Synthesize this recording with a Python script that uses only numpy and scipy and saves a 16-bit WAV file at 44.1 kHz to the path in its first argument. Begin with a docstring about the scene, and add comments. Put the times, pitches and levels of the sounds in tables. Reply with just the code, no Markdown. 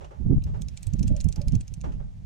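"""Wavelets slap the hollow hull of a small boat drifting on a river, and eddies of wind begin to
buffet the two microphone ports. From 0.4 s a hooked fish pulls line off the reel: the drag's pawl
clicks unevenly, each impact ringing the reel, while the line hisses through the guides. From 1.1 s
pockets of air gulp under the hull. The clicks end at 1.8 s; the strongest slap and a low gulp
follow, over the continuing breeze and the faint wash of the river."""
import sys
import numpy as np
from scipy import signal
from scipy.fft import rfft, irfft
from scipy.io import wavfile
from scipy.ndimage import uniform_filter1d

SR = 44100
rng = np.random.default_rng(int(sys.argv[2]) if len(sys.argv) > 2 else 0)


def store_pcm(level_fs):
    """Save levels as 16-bit WAV."""
    pcm = np.round(np.clip(level_fs, -1, 1) * 32767).astype(np.int16)
    wavfile.write(sys.argv[1], SR, np.atleast_2d(pcm).T)


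N = 99225
T = np.arange(N) / SR

# The pawl drops off a tooth (the 1.2050 s row is the pawl's first touch before its drop at 1.2112 s): start_s,
# level_db, pitch_hz, treble_top_hz
PAWL_DROPS = [(0.4225, -48.5, 2900, 9000), (.4400, -39, 6300, 13300), (.6200, -32, 6240, 11900),
              (0.6853, -33.5, 6400, 10700), (0.7744, -29.5, 7000, 7400), (.8307, -33.5, 7200, 13100),
              (.8698, -32, 7560, 12300), (0.9368, -35, 6900, 10000), (0.9941, -35, 6000, 14300),
              (1.0304, -29, 6460, 10200), (1.0799, -28, 6200, 11800), (1.1660, -33, 6000, 9700),
              (1.2050, -32, 4400, 9800), (1.2112, -30, 7500, 8800), (1.244, -34, 7400, 12800),
              (1.2877, -34, 7200, 13300), (1.3260, -32.5, 6300, 11000), (1.3610, -35, 5830, 12000),
              (1.417, -32.5, 5650, 10500), (1.4836, -31, 6400, 11400), (1.5225, -39.5, 5970, 9500),
              (1.5536, -32, 5950, 12700), (1.6105, -30, 7400, 7500), (1.68, -38.5, 6500, 11600),
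              (1.7397, -35, 6670, 11100), (1.8134, -35.5, 6340, 7940)]
# Natural modes of the reel: pitch_hz, gain_db, t60_s
REEL_RESONANCES = [(1750, -27.5, 0.01), (2348, -18, 0.012), (2774, -17.5, 0.012), (3335, -18.5, 0.0079),
                   (4260, -16.5, 0.0084), (5180, -34, .04), (6330, -17, 0.022), (6520, -23.5, 0.03),
                   (8450, -19.5, 0.015)]
# Envelope of the running line's hiss: time_s, level_db
LINE_ENVELOPE = [(.4, -78), (.7, -68), (1.05, -62.5), (1.49, -68.5), (1.54, -58), (1.6, -67.5), (2, -79.5)]
# Spectral shape of that hiss: frequency_hz, density_db
LINE_SPECTRUM = [(1000, -10), (2800, -7.5), (7500, -17.5), (15000, -28.5)]
# Envelope of the breeze at each port: time_s, left_db, right_db
BREEZE_ENVELOPE = [(0, -45.5, -36.5), (.135, -46, -48), (.23, -54, -22.5), (.47, -24.5, -25.5),
                   (.62, -35.5, -27), (.8, -45, -38), (1.08, -25.5, -19), (1.34, -39.5, -32),
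                   (1.48, -29.5, -26), (1.6, -27.5, -28), (1.68, -49.5, -40), (1.88, -31.5, -28),
                   (1.98, -33.5, -27.5), (2.15, -41, -41.5), (2.25, -39.5, -34.5)]
# Spectral shape of the breeze: frequency_hz, density_db
BREEZE_SPECTRUM = [(18, -2), (50, 7), (90, 1.5), (170, -4), (250, -19.5), (400, -35), (1000, -50.5),
                   (4000, -80.5)]
# An eddy hits a port: peak_s, level_db, rumble_top_hz, left_minus_right_db
EDDIES = [(0.214, -19.5, 173, -17.5), (.264, -16.5, 175, -3.5), (0.297, -15, 194, -2),
          (0.318, -9, 268.5, -11), (0.336, -15.5, 277, -28), (0.373, -12, 181, 14),
          (0.877, -16.5, 104.4, -21), (0.945, -13.5, 161, -17), (1.01, -15.5, 190, -7),
          (1.043, -18.5, 208, -17), (1.117, -14, 184, -6), (1.261, -11, 154.5, -38), (1.297, -17, 108, -15),
          (1.391, -19, 191, -19), (1.474, -17, 97, -12), (1.538, -13, 170, -16.5), (1.558, -12, 139, -16),
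          (1.723, -24.5, 123, -19)]
# A wavelet slaps the hull: start_s, level_db, decay_s, relative_spray_db
WAVELETS = [(.005, -43.5, 0.053, -17), (0.042, -42.5, 0.011, -11.5), (0.106, -45.5, 0.047, -21.5),
            (0.462, -47.5, 0.038, -15.5), (0.54, -44, 0.044, -20), (1.357, -48.5, 0.048, -15.5),
            (1.837, -36, 0.036, -20), (1.917, -49.5, 0.023, -10.5), (1.997, -47.5, 0.032, -33)]
# Natural modes of the hull: pitch_hz, gain_db
HULL_RESONANCES = [(395, -1), (590, 1.5), (850, 2), (1210, -15)]
# Spectral shape of a wavelet's splash: frequency_hz, density_db
SPLASH_SPECTRUM = [(220, -4), (380, 4.5), (1250, -3), (3200, -22.5), (12000, -66)]
# Spectral shape of its spray: frequency_hz, density_db
SPRAY_SPECTRUM = [(1000, -4), (2800, 9), (4500, -2), (6300, 2.5), (9000, -8.5), (15000, -28)]
# An air pocket rings under the hull: start_s, level_db, pitch_hz, decay_s
AIR_POCKETS = [(1.098, -46.5, 605, 0.026), (1.134, -40, 571, 0.03), (1.372, -53.5, 846, 0.029),
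               (1.404, -47, 568, 0.031), (1.859, -37, 263, 0.032)]
# Spectral shape of the river: frequency_hz, density_db
RIVER_SPECTRUM = [(300, -13.5), (480, -1), (870, 1), (1100, -9.5), (2400, -14), (4200, -18), (6300, -17.5),
                  (13000, -32), (16000, -69.5)]
# Likeness of the surrounding sound at the two ports: frequency_hz, correlation
PORT_CORRELATION = [(150, -0.68), (400, 0.047), (950, -0.86), (2400, 0.13), (6000, 0.36), (15000, -0.13)]


def pawl_click(t, db, pitch_hz, top_hz):
    """Impact excitation: a pawl scrapes up a tooth, touches, then drops at t = 0, ringing the reel."""
    scrape_db, scrape_s, touch_db = -39, 0.018, -13
    chatter_db, chatter_s, contact_q, low_hz = -5.5, 0.00074, 4.3, 1980
    snap_db, snap_low_hz, mode_spread_db = 8, 10500, 1.5
    contact = from_db(scrape_db) * np.exp(-np.abs(t) / scrape_s) * (t < 0)
    blows = np.zeros(len(t))
    touch_lead_s = 0.003 * 2 ** rng.uniform(-0.63, 1)
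    for blow_s, blow_db in ((-touch_lead_s, touch_db), (0, 0)):
        pulse = np.exp(-((t - blow_s) / chatter_s) ** 2) * (t >= blow_s - chatter_s)
        contact += from_db(blow_db + chatter_db) * pulse
        blows[np.searchsorted(t, blow_s)] += from_db(blow_db)
    grit = resonate(rng.standard_normal(len(t)), pitch_hz, pitch_hz / contact_q)
    chatter = contact * evened(butter(grit, low_hz, "high"), 2 * chatter_s)
    snap = from_db(snap_db) * butter(blows, snap_low_hz, "high")   # the bare metal edge striking
    modes = sum((-1) ** k * from_db(mode_db + mode_spread_db * rng.normal()) * ring(blows, hz, t60_s)
                for k, (hz, mode_db, t60_s) in enumerate(REEL_RESONANCES))
    click = snap + chatter + butter(modes, low_hz, "high")
    return from_db(db) * butter(click, top_hz, "low", order=3)


def reel_drag(size=4096):
    """Direct and scattered sound: each click is followed by reflections off the anglers and boat."""
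    scatter_db, scatter_s, scatter_pan_db, scatter_top_hz = -7.5, 0.0058, -15, 10000
    out, t = np.zeros((2, N + size)), np.arange(size) / SR
    for start_s, db, pitch_hz, top_hz in PAWL_DROPS:
        click = pawl_click(t - t[size // 2], db, pitch_hz, top_hz)
        direct = np.array([click, np.roll(click, 1)])   # reaches the left port a sample early
        echoes = rng.standard_normal((2, size)) * np.exp(-t / scatter_s) * np.sqrt(2 / (scatter_s * SR))
        dulled = butter(click, scatter_top_hz, "low")
        scattered = signal.fftconvolve(dulled[None], echoes, axes=-1)[:, :size]
        i = int(start_s * SR) - size // 2
        out[:, i:i + size] += direct + from_db(scatter_db) * pan(scatter_pan_db) * scattered
    return out[:, :N]


def line_hiss():
    """Sliding friction: line running through the guides makes a grainy broadband noise."""
    grain = flicker(depth_db=3, rate_hz=48.5)
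    return from_db(in_time(LINE_ENVELOPE)) * grain * diffuse_noise(LINE_SPECTRUM)


def wind():
    """Turbulent pressure: a breeze flutters on both ports; each eddy thumps one more than the other."""
    sigma_s, low_share, roll_off_db_per_octave = 0.01, 0.08, 31
    rasp_db, rasp_top_hz = -36.5, 591
    hz = np.fft.rfftfreq(N, 1 / SR) + 1e-6
    breeze = from_db(in_time(BREEZE_ENVELOPE)) * flicker(depth_db=1.5, rate_hz=30.4)
    out = breeze * turbulence(from_db(at_hz(BREEZE_SPECTRUM, hz)), even_s=0.071)
    for peak_s, db, top_hz, side_db in EDDIES:
        low_pass = 1 / np.hypot(1, from_db(roll_off_db_per_octave * np.log2(hz / top_hz)))
        high_pass = 1 / np.hypot(1, (low_share * top_hz / hz) ** 2)
        rasp = from_db(rasp_db) / (1 + (hz / rasp_top_hz) ** 4)
        rumble = turbulence(low_pass * high_pass + rasp, even_s=0.038)
        envelope = from_db(db) * np.exp(-((T - peak_s) / sigma_s) ** 2 / 2)
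        ports = pan(side_db)
        out += ports / ports.max() * envelope * rumble
    return out


def hull_slaps(attack_s=0.0044, splash_db=-5, hull_q=10.1):
    """Forced vibration: a wavelet's dull splash drives the hull's modes, with a little bright spray."""
    splash_power = spray_power = 0
    for start_s, db, decay_s, spray_db in WAVELETS:
        envelope = from_db(db) * swell(start_s, attack_s, decay_s)
        splash_power += envelope ** 2   # incoherent sounds add in power
        spray_power += (from_db(spray_db) * envelope) ** 2
    splash = np.sqrt(splash_power) * diffuse_noise(SPLASH_SPECTRUM)
    spray = np.sqrt(spray_power) * diffuse_noise(SPRAY_SPECTRUM)
    hull = sum(from_db(db) * resonate(splash, hz, hz / hull_q) for hz, db in HULL_RESONANCES)
    return from_db(splash_db) * splash + hull + spray


def air_gulps(width_hz=44, attack_s=0.0085):
    """Cavity resonance: air trapped under the hull rings briefly with a hollow note."""
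    out = 0
    for start_s, db, hz, decay_s in AIR_POCKETS:
        band = resonate(rng.standard_normal((2, N)), hz, width_hz)
        note = evened(resonate(band, hz, 2 * width_hz), decay_s)
        out += from_db(db) * swell(start_s, attack_s, decay_s) * note
    return out


def river_wash(level_db=-66, low_hz=314):
    """Stationary noise: flowing water makes a faint, even wash all around."""
    return from_db(level_db) * rms_one(butter(diffuse_noise(RIVER_SPECTRUM), low_hz, "high"))


def turbulence(gain, even_s):
    """Incoherent pressure: noise shaped by a spectral gain, independent at each port; rms 1."""
    return evened(irfft(gain * rfft(rng.standard_normal((2, N))), N), even_s)


def diffuse_noise(spectrum):
    """Partial coherence: noise from all around, its left-right likeness set by frequency; rms 1."""
    hz = np.fft.rfftfreq(N, 1 / SR)
    mid, side = rfft(rng.standard_normal((2, N)))
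    correlation = np.clip(at_hz(PORT_CORRELATION, hz), -1, 1)
    ports = np.sqrt(1 + correlation) * mid + np.sqrt(1 - correlation) * side * [[1], [-1]]
    return rms_one(irfft(from_db(at_hz(spectrum, hz)) * ports, N))


def flicker(depth_db, rate_hz):
    """Random amplitude modulation: a wavering gain of rms 1."""
    drift = butter(rng.standard_normal(N + SR), rate_hz, "low")[SR:]
    return rms_one(from_db(depth_db * rms_one(drift)))


def evened(x, span_s):
    """Envelope normalisation: dividing by the running rms removes slow swings of level."""
    span = max(int(span_s * SR), 2)
    power = uniform_filter1d(uniform_filter1d(x ** 2, span), span)
    return x / np.sqrt(np.abs(power) + 1e-20)


def swell(start_s, attack_s, decay_s):
    """Exponential decay after a linear rise."""
    rise = np.clip((T - start_s) / attack_s, 0, 1)
    return rise * np.exp(-np.maximum(T - start_s - attack_s, 0) / decay_s)


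def ring(x, hz, t60_s):
    """Damped oscillator: a unit impulse starts a decaying sine of height 1."""
    r, w = np.exp(-np.log(1000) / (t60_s * SR)), 2 * np.pi * hz / SR
    return signal.lfilter([0, np.sin(w)], [1, -2 * r * np.cos(w), r * r], x + 1e-18)


def resonate(x, hz, width_hz):
    """Band-pass resonance with a peak gain of 1."""
    r, w = np.exp(-np.pi * width_hz / SR), 2 * np.pi * hz / SR
    return signal.lfilter(np.array([1, 0, -1]) * (1 - r * r) / 2, [1, -2 * r * np.cos(w), r * r], x)


def butter(x, hz, kind, order=2):
    """Maximally flat filter."""
    sections = signal.butter(order, np.clip(hz, 10, SR / 2 - 100), kind, fs=SR, output="sos")
    return signal.sosfilt(sections, x + 1e-18)


def in_time(rows):
    """Linear interpolation of a curve's columns at every sample."""
    time_s, *columns = np.transpose(rows)
    return np.array([np.interp(T, time_s, column) for column in columns])


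def at_hz(points, hz):
    """Interpolation on a log-frequency axis."""
    points_hz, values = np.transpose(points)
    return np.interp(np.log(hz + 1e-9), np.log(points_hz), values)


def pan(db):
    """Level difference, left minus right, as a pair of gains."""
    return from_db(np.array([[db], [-db]]) / 2)


def from_db(db):
    """Amplitude ratio from decibels."""
    return 10 ** (np.asarray(db) / 20)


def rms_one(x):
    """Normalisation to unit rms."""
    return x / np.sqrt(np.mean(x ** 2) + 1e-20)


def scene(water_pan_db=-2.5):
    """Superposition: tackle, water and wind add at the two ports."""
    river = river_wash()
    tackle = reel_drag() + line_hiss()
    water = hull_slaps() + air_gulps() + river
    return tackle + pan(water_pan_db) * water + wind()


def record(dry, cutoff_hz=16000):
    """Band limiting: an elliptic low-pass cuts the top steeply."""
    return signal.sosfilt(signal.ellip(10, .1, 80, cutoff_hz, fs=SR, output="sos"), dry)


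dry = scene()
out = record(dry)
store_pcm(out)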